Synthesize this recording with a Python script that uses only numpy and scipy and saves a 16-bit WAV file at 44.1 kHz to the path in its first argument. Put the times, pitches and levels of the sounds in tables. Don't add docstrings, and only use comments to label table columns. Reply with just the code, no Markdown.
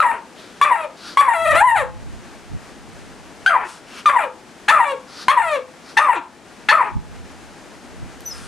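import sys
import numpy as np
from scipy import signal
from scipy.fft import rfft, irfft
from scipy.io import wavfile
from scipy.ndimage import uniform_filter1d

SR = 44100
rng = np.random.default_rng(int(sys.argv[2]) if len(sys.argv) > 2 else 0)


def digitize_waveform(pressure):
    field = np.atleast_2d(pressure).T
    bounded = np.clip(field, -1, 1)
    quanta = np.round(bounded * 32767).astype(np.int16)
    wavfile.write(sys.argv[1], SR, quanta)


N = 373527

# start in seconds; then, in seconds after the start,
# end of squeal, ring, drop into the tail, end; then pitch in Hz at the onset, end of squeal, hoarse stretch,
# early tail, late tail; then effort in dB of the opening kick, squeal and ring, hoarse stretch, tail;
# pressing (extra strength) of the squeal's overtones in dB, tail roughness 0-1, treble beamed forward in dB.
YAPS = [(0.002, 0.014, 0.058, 0.12, 0.2, 1297, 1301, 1096, 457, 434, 8, -5.5, -9, -22, -16.5, 0.45, 3),
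        (0.613, .024, .11, 0.15, 0.27, 1087, 1175, 1206, 679, 611.6, 0.5, -2.5, -11.5, -22, -3, 0.2, 1.5),
        (1.171, 0.0334, .119, .17, .3, 1038, 1156, 1115, 686.5, 670, 0, -2, -14, -14, -6, 0.097, 4.5),
        (3.461, 0.025, .106, 0.12, 0.22, 1492, 1610, 1339, 510.3, 399.4, -0.5, -4, -9.5, -20.5, -4.5, 0.39, -4.5),
        (4.057, 0.028, .11, 0.14, 0.23, 1254, 1161, 1130, 701, 574.4, -4, -2, -13.5, -16.5, -9.5, 0.25, 2),
        (4.679, .02, 0.13, 0.17, 0.28, 772, 893.6, 1332, 591, 549.5, -32, -2.5, -9.5, -19, 8.5, 0.09, 2),
        (5.282, .024, 0.096, .143, 0.32, 992, 1090, 1234, 710, 558, 6.5, -0.5, -13.5, -17, -2.5, 0.07, 2.5),
        (5.967, 0.019, 0.13, 0.17, 0.24, 875, 894, 1265, 569, 352, -27, -1.5, -10.5, -15, 5.5, 0.18, 1.5),
        (6.686, 0.024, 0.13, 0.15, 0.23, 846, 892, 1328, 423.4, 426, -2.5, -4, -8, -21.5, 9.5, 0.31, -3.5)]
# time in seconds, pitch in Hz, roughness 0-1, # effort in dB, pressing of the overtones in dB.
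YELP = [(1.371, 658, 0.03, -16.5, -10), (1.447, 664.7, 0, -16.5, -3.5), (1.462, 603, 0, -11, -15),
        (1.478, 676, 0.04, -13, -5.5), (1.499, 601, 0, -12.5, -15), (1.515, 653.4, 0, -9, 0),
        (1.535, 549.6, 0.25, -15.5, -18.5), (1.558, 645.7, 0.21, -9, -7.5), (1.599, 720.7, 0, -15, 3),
        (1.626, 934, 0.07, -2.5, -12.5), (1.659, 1036, 0, -4.5, -6.5), (1.7, 933, 0.08, -6, 5.5),
        (1.744, 901.6, 0.05, -9.5, -11), (1.78, 666, 0.15, -13, 0.5), (1.822, 536, 0, -14.5, -17),
        (1.848, 463.3, 0.19, -26, -44)]
# pitch in Hz, mouth brightness in dB.
YELP_MOUTH = [(650, -0.5), (930, -5)]
# frequency in Hz, level in dB.
THROAT = [(250, -27), (450, -15.5), (530, -7), (620, -8), (750, -5), (960, 8.5), (1300, 1.5), (1560, -2),
          (1800, -2.5), (2300, -7), (2650, -10.5), (3000, -16.5), (3900, -19), (4900, -36.5), (6400, -35),
          (7200, -30.5), (10500, -30.5), (14000, -57)]
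# frequency in Hz, multiplier of the brightness.
MOUTH = [(2400, 0.086), (3300, 1.84), (6000, 3), (7600, 0.18)]
# start, peak and end in seconds, peak level in dB,
# pitch of the nose hiss in Hz.
SNIFFS = [(0.335, 0.393, .6, -46, 3650), (0.953, 1.084, 1.17, -35, 4340), (3.635, 3.693, 3.8, -35.5, 8300),
          (3.856, 3.993, 4.03, -36.5, 2560), (5.067, 5.228, 5.26, -35, 4600),
          (5.83, 5.898, 5.94, -42, 4840), (8.248, 8.358, 8.85, -41.5, 8900)]
# frequency in Hz, level in dB.
SNIFF_COLOUR = [(400, -55), (900, -3.5), (1400, 7.5), (2000, -5), (2700, -3), (5500, -4), (7500, -12.5),
                (10500, -13.5), (14500, -36)]
# time in seconds, pitch in Hz, level in dB.
WHISTLE = [(8.251, 6100, -51), (8.263, 5970, -27.5), (8.283, 6010, -33), (8.304, 5750, -47),
           (8.314, 5140, -29), (8.33, 5160, -40), (8.352, 5040, -50)]
# delay in seconds, gain on the left, gain on the right.
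ECHOES = [(.0051, 0.1, 0.02), (0.0126, -0.45, -0.12)]
# frequency in Hz, time to fade by 60 dB in seconds.
YARD_DECAY = [(300, 0.06), (800, 0.32), (2100, 0.23), (5500, 0.28), (12000, 0.19)]
# frequency in Hz, relative level in dB, time to fade by 60 dB in seconds.
YARD_MODES = [(358, -17, 0.66), (511, -14.5, 0.39), (667, -19.5, 0.74), (848, -7.5, 0.41)]
# frequency in Hz, left minus right in dB.
BALANCE = [(80, 0.5), (300, 4.5), (1200, 3), (2300, 3), (4200, 0), (7600, 1.5), (13000, 7)]
# time of the peak in seconds, peak level in dB,
# time constant of both swell and fade in seconds.
GUSTS = [(1.53, -24.5, 0.077), (1.81, -26.5, .09), (2.08, -34, 0.11), (2.54, -23.5, 0.021),
         (2.95, -44.5, 0.4), (5.47, -36, 0.06), (6.969, -14.5, 0.018), (7.12, -36.5, 0.2),
         (8.03, -32, 0.04), (8.45, -40, 0.32)]
# frequency in Hz, level in dB.
WIND_COLOUR = [(15, -18), (35, 0), (70, 2.5), (130, -0.5), (200, -5.5), (350, -23), (800, -42), (3000, -90)]
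# frequency in Hz, relative level in dB.
AIR = [(18, -53), (30, -14), (112, -11.5), (243, -1.5), (555, -8), (796, -7.5), (1060, -11.5),
       (1600, -11.5), (3560, -20), (6610, -22.5), (9490, -27), (14400, -46)]
# frequency in Hz, left-right likeness.
AIR_LIKENESS = [(60, 0.3), (300, 0.89), (1000, 0.84), (3000, 0.79), (8000, 0.62)]

AIR_DB = -42
CALM_DB = -66.5
EDGE_HZ = 14500

KICK_S, BREAK_S, SETTLE_S, STEP_S = 0.00778, 0.013, 0.02, 0.01198
SWELL_S, DROP_S, DIE_S = 0.012, 0.009, 0.042
APPROACH_HZ, RING_HZ, LEAVE_HZ = 1011.7, 967, 891.4
LAST_PITCH = 0.8
FIRST_LEAP = 0.7
DIP_DB, BREAK_DB, RING_DB, LEAVE_DB = -2.5, -7, 0, -10.5
SETTLE_DB, SWELL_DB = 2, 0
BLOOM_DB, SLACK_DB = 5, 26
DIE_DB = -13
KICK_ROUGH, SQUEAL_ROUGH, KICK_PRESS_DB, SQUEAL_MOUTH_DB = 0.27, 0.075, 7, 4.5
# roughness 0-1, pressing of the overtones in dB, mouth brightness in dB
BREAK, HOARSE = (0.75, 0.67, -3.1), (0.44, -4, -25.5)
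RING, LEAVE = (0.19, -5, -5.5), (0.11, -1.5, -5.5)
# pressing in dB and mouth brightness in dB, before slackness is counted
EARLY_TAIL, LATE_TAIL, LAST_TAIL = (0, -1.1), (-19.5, 5.7), (-43, 2.7)
OPEN_JAW_HZ, RING_JAW_HZ, TAIL_JAW_HZ, YELP_JAW_HZ = 1690, 1800, 2450, 1790
JAW_PEAK_DB, JAW_WIDTH_HZ = 5, 237
SHIMMER_DB, SHIMMER_RATE_HZ = 5.5, 42


def amp(db):
    return 10 ** (np.asarray(db) / 20)


def unit(x):
    return x / np.sqrt(np.mean(abs(x) ** 2) + 1e-20)


def read(points, hz):
    f, value = np.transpose(points)
    return np.interp(np.log(hz + 1), np.log(f + 1), value)


def bins(size):
    return np.fft.rfftfreq(size, 1 / SR)


def curves(rows):
    s, *columns = np.transpose(rows)
    t = np.arange(s[0], s[-1], 1 / SR)
    return t, *(np.interp(t, s, c) for c in columns)


def add(mix, s, sound):
    part = mix[max(round(s * SR), 0):][:len(sound)]
    part += sound[:len(part)]


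def noise(gain, size):
    return unit(irfft(rfft(rng.standard_normal(size)) * gain, size))


def flutter(size, rate_hz):
    sos = signal.butter(2, rate_hz, fs=SR, output="sos")
    raw = rng.standard_normal(size) + 1j * rng.standard_normal(size)
    return unit(signal.sosfilt(sos, raw))


def stages(start, squeal_s, ring_s, drop_s, end_s, onset_hz, crest_hz, hoarse_hz, early_hz, late_hz,
           kick_db, effort_db, hoarse_db, tail_db, press_db, tail_rough):
    break_s, swell_s = squeal_s + BREAK_S, ring_s - SWELL_S
    slack_db = SLACK_DB * tail_rough
    slack = np.array([slack_db, -slack_db])
    late_db = tail_db + BLOOM_DB - slack_db
    leap_hz = crest_hz + FIRST_LEAP * (hoarse_hz - crest_hz)
    # seconds, pitch in Hz, effort in dB, roughness, pressing in dB, mouth brightness in dB,
    # second resonance in Hz
    rows = np.array([
        (0, onset_hz, kick_db, KICK_ROUGH, press_db + KICK_PRESS_DB, 0, OPEN_JAW_HZ),
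        (KICK_S, (onset_hz + crest_hz) / 2, effort_db + DIP_DB, SQUEAL_ROUGH, press_db,
         SQUEAL_MOUTH_DB, OPEN_JAW_HZ),
        (squeal_s, crest_hz, effort_db, SQUEAL_ROUGH, press_db, SQUEAL_MOUTH_DB, OPEN_JAW_HZ),
        (break_s, leap_hz, effort_db + BREAK_DB, *BREAK, OPEN_JAW_HZ),
        (break_s + SETTLE_S, hoarse_hz, hoarse_db + SETTLE_DB, *HOARSE, OPEN_JAW_HZ),
        (swell_s - STEP_S, (hoarse_hz + APPROACH_HZ) / 2, hoarse_db, *HOARSE, OPEN_JAW_HZ),
        (swell_s, APPROACH_HZ, hoarse_db + SWELL_DB, *HOARSE, OPEN_JAW_HZ),
        (ring_s, RING_HZ, effort_db + RING_DB, *RING, RING_JAW_HZ),
        (drop_s - DROP_S, LEAVE_HZ, effort_db + LEAVE_DB, *LEAVE, (RING_JAW_HZ + TAIL_JAW_HZ) / 2),
        (drop_s, early_hz, tail_db, tail_rough, EARLY_TAIL[0], EARLY_TAIL[1] - slack_db, TAIL_JAW_HZ),
        (end_s - DIE_S, late_hz, late_db, tail_rough, *(LATE_TAIL + slack), TAIL_JAW_HZ),
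        (end_s, late_hz * LAST_PITCH, late_db + DIE_DB, tail_rough, *(LAST_TAIL + slack), TAIL_JAW_HZ)])
    rows[:, 0] = start + np.minimum.accumulate(rows[::-1, 0])[::-1]
    return rows


def drawn_out(rows):
    begin = YELP[0][0]
    if not rows[0, 0] < begin < rows[-1, 0]:
        return rows
    yelp = [(s, hz, db, rough, press_db, read(YELP_MOUTH, hz), YELP_JAW_HZ)
            for s, hz, rough, db, press_db in YELP]
    return np.vstack([rows[rows[:, 0] < begin], yelp])


def yap(rows, facing_db, jitter=0.025, smear=1, smear_hz=160, burst=0.31, burst_s=0.014, attack_s=0.00323):
    t, hz, effort_db, rough, press_db, mouth_db, jaw_hz = curves(rows)
    size = len(t)
    rough = np.clip(rough, 0, 1)
    hz = hz * (1 + jitter * (rough + 0.48) * flutter(size, 115).real)
    phase = 2 * np.pi * np.cumsum(hz) / SR
    opening = burst * np.exp(-(t - t[0]) / burst_s)
    voice, power = np.zeros(size), np.zeros(size)
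    for k in np.arange(1, min(2 * EDGE_HZ / hz.min(), 48)) / 2:
        f = k * hz
        overtone = k > 1
        beam = np.clip((f - 5500) / 1500, 0, 1)
        jaw_db = JAW_PEAK_DB * np.exp(-((f - jaw_hz) / JAW_WIDTH_HZ) ** 2)
        mouth_lift_db = mouth_db * read(MOUTH, f)
        gain = amp(read(THROAT, f) + jaw_db + press_db * overtone + mouth_lift_db + facing_db * beam)
        hoarse = np.clip(rough + overtone * opening, 0, 1)
        if k % 1:
            gain = gain * 0.9 * hoarse
        blur = np.clip(smear * hoarse * min(k, 2.5), 0, 1)
        chaos = flutter(size, smear_hz * min(k, 1.5))
        chaos = chaos + (0.25 + opening) * overtone * flutter(size, 500)
        gain = gain * amp(np.clip(1.2 * (k - 1), 0, 5) * flutter(size, 35).real)
        tone = (np.sqrt(1 - blur ** 2) + blur * chaos) * np.exp(1j * k * phase)
        voice += gain * tone.real
        power += gain ** 2 / 2
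    fade_in = np.clip((t - t[0]) / attack_s, 0, 1)
    fade_out = np.clip((t[-1] - t) / 0.012, 0, 1)
    shimmer_db = SHIMMER_DB * rough * flutter(size, SHIMMER_RATE_HZ).real
    return t[0], amp(effort_db + shimmer_db) * fade_in * fade_out * voice / np.sqrt(power)


def sniff(start, peak, end, db, hz, nose_db=8, edge_db=-13):
    t, level_db = curves([(start, edge_db), (peak, 0), (end, edge_db)])
    f = bins(len(t))
    nose = np.exp(-(np.log((f + 1) / hz) / 0.25) ** 2)
    hiss = noise(amp(read(SNIFF_COLOUR, f) + nose_db * nose), len(t))
    return start, amp(db + level_db) * hiss * signal.windows.tukey(len(t), 0.2)


def tick(s=8.206, db=-33, decay_s=0.0017):
    t = np.arange(SR // 50) / SR
    return s, amp(db) * np.exp(-t / decay_s) * rng.standard_normal(len(t))


def whistle(octave_db=-11, waver=0.0084):
    t, hz, db = curves(WHISTLE)
    wavering_hz = hz * (1 + waver * flutter(len(t), 300).real)
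    phase = 2 * np.pi * np.cumsum(wavering_hz) / SR
    octave = amp(octave_db) * np.clip((hz - 5200) / 500, 0, 1)
    return t[0], amp(db) * np.sqrt(2) * (np.sin(phase) + octave * np.sin(2 * phase))


def yard(x, build_s=0.013, likeness=0.89):
    t = np.arange(SR) / SR
    shared, *own = rng.standard_normal((3, SR))
    likeness = np.clip(likeness, 0, 1)
    scatter = np.sqrt(likeness) * shared + np.sqrt(1 - likeness) * np.array(own)
    hz, age, z = signal.stft(scatter, SR, nperseg=256)
    fade = amp(-60 * age / read(YARD_DECAY, hz)[:, None])
    tail = signal.istft(z * fade, SR)[1][:, :SR]
    tail *= np.clip(t / build_s, 0, 1)
    response = amp(-9.5) * tail / np.linalg.norm(tail[0])
    response[:, 0] += 1
    for delay, *gains in ECHOES:
        response[:, round(delay * SR)] += gains
    for hz, db, t60 in YARD_MODES:
        response += amp(db - 60 * t / t60) * np.sin(2 * np.pi * hz * t) * 200 / SR
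    return signal.fftconvolve(x[None], response, axes=1)[:, :N]


def wind(right_gain=-1.29, left_gain=1.0, eddy=0.46):
    colour = amp(read(WIND_COLOUR, bins(N)))
    t = np.arange(N) / SR
    gusts = amp(CALM_DB) + sum(amp(db) * np.exp(-abs(t - s) / swell_s) for s, db, swell_s in GUSTS)
    push = noise(colour, N)
    return gusts * np.array([side * push + eddy * noise(colour, N) for side in (left_gain, right_gain)])


def air(swell_db=-1.0):
    hz = bins(N)
    left, other = rfft(rng.standard_normal((2, N)))
    same = np.clip(read(AIR_LIKENESS, hz), -1, 1)
    right = same * left + np.sqrt(1 - same ** 2) * other
    pair = irfft(np.array([left, right]) * amp(read(AIR, hz)), N)
    return amp(AIR_DB + swell_db * flutter(N, 6.9).real) * unit(pair)


def scene():
    puppy = np.zeros(N)
    for *shape, facing_db in YAPS:
        add(puppy, *yap(drawn_out(stages(*shape)), facing_db))
    for row in SNIFFS:
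        add(puppy, *sniff(*row))
    add(puppy, *whistle())
    add(puppy, *tick())
    lean = amp(np.outer([0.5, -0.5], read(BALANCE, bins(N))))
    placed = irfft(rfft(yard(puppy) + air()) * lean, N)
    return placed + wind()


def record(dry, threshold_db=-8.0, recovery_db_per_s=24, slope=0.79, attack_s=0.0008):
    power_db = 10 * np.log10(abs(uniform_filter1d(dry[0] ** 2, size=100)) + 1e-12)
    fall = np.arange(N) / SR * recovery_db_per_s
    held_db = np.maximum.accumulate(power_db + fall) - fall
    over_db = np.maximum(held_db - threshold_db, 0)
    keep = np.exp(-1 / (attack_s * SR))
    smooth_over_db = signal.lfilter([1 - keep], [1, -keep], over_db)
    ducked = dry * amp(-slope * smooth_over_db)
    low_pass = signal.firwin(255, EDGE_HZ, window=("kaiser", 8), fs=SR)
    return signal.oaconvolve(np.clip(ducked, -1, 1), low_pass[None], "same", axes=1)


dry = scene()
out = record(dry)
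digitize_waveform(out)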